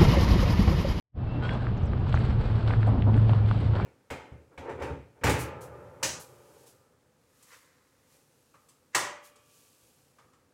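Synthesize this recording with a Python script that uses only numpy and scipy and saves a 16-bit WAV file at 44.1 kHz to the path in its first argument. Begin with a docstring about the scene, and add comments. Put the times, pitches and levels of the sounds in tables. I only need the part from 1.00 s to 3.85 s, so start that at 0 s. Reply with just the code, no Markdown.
"""A riverbank of gravel and crushed shell, with someone walking slowly over it.
Each step grinds a bed of small grains; stones knock, shell splinters snap, soles scuff and heels thud.
The walker's gear rubs and squeaks faintly. Behind this a distant engine hums under low wind rumble
and a small bird chips. The sound fades in after a short silence."""
import sys
import numpy as np
from scipy import signal
from scipy.fft import rfft, irfft
from scipy.io import wavfile

SR = 44100
rng = np.random.default_rng(int(sys.argv[2]) if len(sys.argv) > 2 else 0)


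def digitize_waveform(pressure):
    """Quantize a signal to 16-bit integers and store it at the path in sys.argv[1].

    Rows of a 2-D input are taken as channels; values are limited to [-1, 1].
    """
    field = np.atleast_2d(pressure).T
    bounded = np.clip(field, -1, 1)
    quanta = np.round(bounded * 32767).astype(np.int16)
    wavfile.write(sys.argv[1], SR, quanta)


N = 125685
TIME = np.arange(N) / SR
FREQS = np.fft.rfftfreq(N, 1 / SR)

# Crunches underfoot: start_s, length_s, attack_s, gravel_db, grit_db
CRUNCHES = [(0.417, .13, 0.013, -40, -52), (0.607, 0.066, 0.015, -44, -59.5),
            (1.043, 0.27, 0.044, -42.5, -52), (1.387, .24, 0.023, -43.5, -54),
            (1.657, .07, .02, -38, -50.5), (1.781, 0.11, 0.049, -43, -57.5),
            (2.116, 0.13, 0.024, -45.5, -59), (2.271, 0.096, 0.019, -42, -56),
            (2.444, 0.22, 0.029, -47, -53.5), (2.73, .12, .02, -38, -54.5)]
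# Tone of the coarse gravel: frequency_hz, relative_db
GRAVEL_TONE = [(150, 4.5), (450, 7.5), (900, 2), (1550, 0), (2100, -14.5), (3100, -30.5), (4500, -29.5),
               (6000, -67.5)]
# Tone of the fine shell grit: frequency_hz, relative_db
GRIT_TONE = [(1000, -19), (2100, 1.5), (3100, -1.5), (4500, -5.5), (5300, -16.5), (6400, -26), (8100, -20),
             (9000, -33.5), (11000, -32), (12500, -57), (15000, -63.5)]
# Stones knocking together: time_s, pitch_hz, level_db, crack_relative_db
STONE_KNOCKS = [(.4257, 1250, -32, -4), (.4934, 2010, -21, -10), (.6692, 1330, -22.5, -20),
                (.9343, 1330, -26.5, -29), (1.0708, 860, -27, -16), (1.094, 1050, -30.5, -13),
                (1.1271, 2960, -26.5, -14), (1.143, 1110, -16, -17), (1.1744, 1530, -23, -16),
                (1.677, 3200, -28, -13), (1.7056, 870, -22, -14), (1.7096, 1600, -25.5, -8.5),
                (1.7371, 1460, -21, -14.5), (1.831, 1440, -25, -12), (2.023, 2370, -28, -10),
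                (2.1431, 2430, -32.5, -12), (2.1778, 1260, -27, -11), (2.2955, 740, -19.5, -8.5),
                (2.3343, 890, -20.5, -11.5), (2.513, 1086, -18, -13), (2.7359, 1070, -28.5, -19),
                (2.754, 2800, -30, -17), (2.8004, 1050, -19.5, -20)]
# Shell splinters snapping: time_s, pitch_hz, level_db, crumbs_relative_db
SHELL_SNAPS = [(.48, 7400, -58, -11), (.533, 7500, -57, -4.5), (.823, 7700, -67, -7),
               (0.855, 7500, -63, -0.5), (.998, 7000, -63, -10), (1.095, 6500, -49, -22),
               (1.139, 7800, -51, -13), (1.1506, 6200, -46, -12.5), (1.191, 7500, -48, -20),
               (1.254, 7500, -52.5, -12), (1.508, 11500, -56.5, -15), (1.872, 8000, -57.5, -3.5),
               (1.885, 10400, -65.5, -1.5), (2.168, 8000, -68, 5.5), (2.181, 10500, -72.5, 6.5),
               (2.604, 8200, -63, -2.5)]
# Drags of the sole: start_s, length_s, scrape_db, push_db
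SOLE_SCUFFS = [(0.332, 0.061, -55, -33), (0.509, 0.068, -38.5, -37.5), (1.868, 0.029, -34, -30),
               (1.91, 0.095, -40, -31), (2.061, 0.04, -35.5, -29), (2.114, 0.06, -40, -29.5)]
# Heel landings: time_s, level_db
HEEL_THUDS = [(1.149, -12), (1.3, -15), (2.641, -26)]
# Gear rubbing: start_s, length_s, from_hz, to_hz, level_db
GEAR_SQUEAKS = [(.18, .09, 2620, 2650, -61), (.26, .15, 2650, 2720, -54.5), (.44, .12, 2700, 2730, -56),
                (.422, .045, 3100, 3290, -51), (.46, .105, 3270, 3410, -51), (.415, .065, 1470, 1450, -44),
                (.47, .08, 1500, 1610, -45), (.54, .12, 1620, 1590, -51), (.42, .14, 5380, 5420, -70),
                (2.438, .02, 2400, 2380, -51), (2.808, .025, 2340, 2310, -48)]
# The engine's hum over time: time_s, pitch_hz, level_db
ENGINE_HUM = [(.2, 116, -35), (.36, 122, -31.5), (.85, 120, -33), (1.28, 119, -28.5), (1.42, 113, -31),
              (1.55, 111, -22.3), (1.6, 110, -32), (1.68, 109.5, -23.5), (1.8, 108.7, -21),
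              (1.915, 108, -21), (1.96, 108, -35), (2.0, 107.5, -25), (2.08, 107.5, -19.8),
              (2.22, 108, -18.3), (2.42, 107.3, -21.3), (2.5, 107.3, -24.5), (2.7, 107, -25),
              (2.85, 105, -29)]
# Tone of the wind rumble: frequency_hz, relative_db
WIND_TONE = [(15, -16), (30, -1), (42, -3), (60, 2), (85, 4), (135, 1), (165, -7), (200, -5.5),
             (280, -18.5), (450, -23), (1000, -78.5)]
# Strength of the wind rumble: time_s, level_db
WIND_LEVEL = [(.2, -29.5), (.5, -30), (.95, -27), (1.15, -25), (1.38, -24.5), (1.6, -28), (1.75, -26.5),
              (1.97, -28), (2.15, -24.5), (2.45, -27.5), (2.66, -25), (2.85, -27)]
# Tone of the open air: frequency_hz, relative_db
AIR_TONE = [(60, -15.5), (250, 2.5), (450, -2), (800, -4.5), (1400, -12), (2100, -20.5), (3000, -21.5),
            (4300, -29), (5200, -36), (6200, -49.5), (8000, -49.5), (9200, -76), (15000, -78.5)]
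# The bird's short calls: start_s, length_s, from_hz, to_hz, level_db
BIRD_CHIPS = [(.54, .03, 6500, 5000, -69), (.77, .02, 7600, 4300, -67), (.829, .015, 5800, 6050, -68),
              (.865, .02, 6150, 4850, -66), (1.298, .022, 5700, 5050, -65)]
# The opening rise in volume: time_s, gain_db
FADE_GAIN = [(0, -75), (.115, -58), (.14, -26), (.16, -9), (.18, -1.5), (.25, 0)]


def footsteps():
    """Weight on the ground sets off clumps of grains: coarse gravel and fine shell grit."""
    gravel = colour(grains(), GRAVEL_TONE)
    grit = colour(grains(), GRIT_TONE)
    crunch = np.zeros(N)
    for start, length, attack, gravel_db, grit_db in CRUNCHES:
        pressure = envelope(start, length, attack, release_s=0.042)
        crunch += pressure * (amp(gravel_db) * gravel + amp(grit_db) * grit)
    clumps_db = 1.8 * wander(rate_hz=75)
    return crunch * amp(clumps_db)


def stone_knocks():
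    """Single pebbles hit each other: a short knock with a sharp crack on top."""
    out = np.zeros(N)
    for time_s, hz, db, crack_db in STONE_KNOCKS:
        knock = contact(hz, rise_cycles=.58, fall_cycles=.68)
        crack = contact(hz=2700, rise_cycles=.65, fall_cycles=.65)
        add_centred(out, time_s, amp(db) * (knock + amp(crack_db) * crack))
    return out


def shell_snaps():
    """Bits of shell break with a tiny high click and a scatter of crumbs."""
    out = np.zeros(N)
    for time_s, hz, db, crumbs_db in SHELL_SNAPS:
        snap = contact(hz, rise_cycles=1.8, fall_cycles=1.8, scatter_db=crumbs_db, scatter_s=.009)
        add_centred(out, time_s, amp(db) * snap)
    return out


def sole_scuffs():
    """The sole drags over the grains: a dull scrape above a low push."""
    scrape = band(grains(), hz=602, octaves=0.63)
    push = band(grains(), hz=217, octaves=0.38)
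    out = np.zeros(N)
    for start, length, scrape_db, push_db in SOLE_SCUFFS:
        drag = envelope(start, length, attack_s=0.0064, release_s=0.0095)
        out += drag * (amp(scrape_db) * scrape + amp(push_db) * push)
    return out


def heel_thuds(pitch_hz=60.4, width_cycles=0.27):
    """The heel lands with one low swing out and back, without ringing."""
    out = np.zeros(N)
    for time_s, db in HEEL_THUDS:
        cycles = (TIME - time_s) * pitch_hz
        swell = np.exp(-np.minimum((cycles / width_cycles) ** 2, 100))
        out += amp(db) * swell * np.sin(2 * np.pi * cycles)
    return out


def gear_squeaks():
    """Rubbing gear gives thin, sliding tones with a fuzzy edge."""
    fuzz = wander(rate_hz=65) + 1j * wander(rate_hz=65)  # shakes both loudness and pitch
    tones = sum(glide(*squeak) for squeak in GEAR_SQUEAKS)
    return ((1 + 0.48 * fuzz) * tones).real


def engine():
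    """A distant exhaust hums, sinking in pitch as it swells, with a weak tone an octave up."""
    pitch_hz = curve(ENGINE_HUM) + 1.3 * wander(rate_hz=8.3)
    phase = 2 * np.pi * np.cumsum(pitch_hz) / SR
    hum = np.sin(phase) + amp(-25) * np.sin(2 * phase)
    return np.sqrt(2) * amp(curve(ENGINE_HUM, column=2)) * hum


def wind():
    """Wind makes a low rumble that rises and falls over the even wash of the open air."""
    rumble = colour(rng.standard_normal(N), WIND_TONE) * amp(curve(WIND_LEVEL))
    air = colour(rng.standard_normal(N), AIR_TONE) * amp(-40.5 + 0.35 * wander(rate_hz=41))
    return rumble + air


def bird():
    """A small bird far off whistles quick, clean chips."""
    return np.sqrt(2) * sum(glide(*chip) for chip in BIRD_CHIPS).real


def grains(per_second=6500, spread_db=3):
    """Grains touching: many tiny random clicks, a few much stronger than the rest."""
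    strength = amp(spread_db * np.minimum(rng.exponential(1, N), 5))
    direction = rng.choice([-1, 1], N)
    touches = rng.random(N) < per_second / SR
    return strength * direction * touches


def contact(hz, rise_cycles, fall_cycles, scatter_db=-18, scatter_s=.006):
    """One hard hit: a ring that dies almost at once, then a scatter of loose grit."""
    t = np.arange(-SR // 20, SR // 20) / SR  # the hit is in the middle, at t = 0
    width_cycles = np.where(t < 0, rise_cycles, fall_cycles)
    ring = np.exp(-(t * hz / width_cycles) ** 2) * np.sin(2 * np.pi * hz * t)
    grit = unit(signal.fftconvolve(rng.standard_normal(len(t)), ring, "same"))
    settling = np.clip(t * hz, 0, 1) * np.exp(-abs(t) / scatter_s)
    return ring + amp(scatter_db) * grit * settling


def glide(start_s, length_s, from_hz, to_hz, db):
    """A tone that swells and fades as its pitch slides; the result's real part is the sound."""
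    progress = np.clip((TIME - start_s) / length_s, 0, 1)
    swell = np.sqrt(abs(np.sin(np.pi * progress)))
    pitch_hz = from_hz + (to_hz - from_hz) * progress
    return amp(db) * swell * np.exp(2j * np.pi * np.cumsum(pitch_hz) / SR)


def envelope(start_s, length_s, attack_s, release_s):
    """A loudness shape that rises, holds, then dies away."""
    t = TIME - start_s
    return np.clip(t / attack_s, 0, 1) * np.exp(-np.maximum(t - length_s, 0) / release_s)


def colour(x, tone):
    """Shapes the lows and highs of x with a tone table, at strength 1."""
    hz, db = np.transpose(tone)
    gain = amp(np.interp(np.log(FREQS + 1), np.log(hz), db))
    return unit(irfft(rfft(x) * gain, N))


def band(x, hz, octaves):
    """Keeps a broad range of pitches around hz, at strength 1."""
    octaves_away = np.log2((FREQS + 1) / hz)
    return unit(irfft(rfft(x) * np.exp(-.5 * (octaves_away / octaves) ** 2), N))


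def wander(rate_hz):
    """A smooth random wobble, mostly slower than rate_hz, at strength 1."""
    return unit(irfft(rfft(rng.standard_normal(N)) * np.exp(-(FREQS / rate_hz) ** 2), N))


def curve(rows, column=1):
    """Joins the points in one column of a time table with straight lines."""
    rows = np.array(rows)
    return np.interp(TIME, rows[:, 0], rows[:, column])


def add_centred(mix, time_s, sound):
    """Mixes in a sound with its middle at time_s."""
    first = max(round(time_s * SR - len(sound) / 2), 0)
    part = mix[first:first + len(sound)]
    part += sound[:len(part)]


def amp(db):
    """Turns decibels into a number to multiply by."""
    return 10 ** (np.asarray(db) / 20)


def unit(x):
    """Scales x to an average strength (root mean square) of 1."""
    return x / np.sqrt(np.mean(x ** 2) + 1e-20)


def scene():
    """Everything on the riverbank, in one channel."""
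    background = engine() + wind() + bird()
    walker = footsteps() + sole_scuffs() + heel_thuds() + stone_knocks() + shell_snaps() + gear_squeaks()
    return (walker + background)[None]


def record(dry, split_hz=500, treble_start_s=0.043, treble_rise_s=0.3, top_hz=15000):
    """Fades the sound in, the treble a little after the bass, and cuts the very highest pitches."""
    bass = irfft(rfft(dry) / (1 + (FREQS / split_hz) ** 2), N)
    treble = (dry - bass) * np.clip((TIME - treble_start_s) / treble_rise_s, 0, 1)
    faded = (bass + treble) * amp(curve(FADE_GAIN))
    high_cut = signal.firwin(511, top_hz, window=("kaiser", 9), fs=SR)
    return signal.oaconvolve(faded, high_cut[None], "same")


dry = scene()
out = record(dry)
digitize_waveform(out)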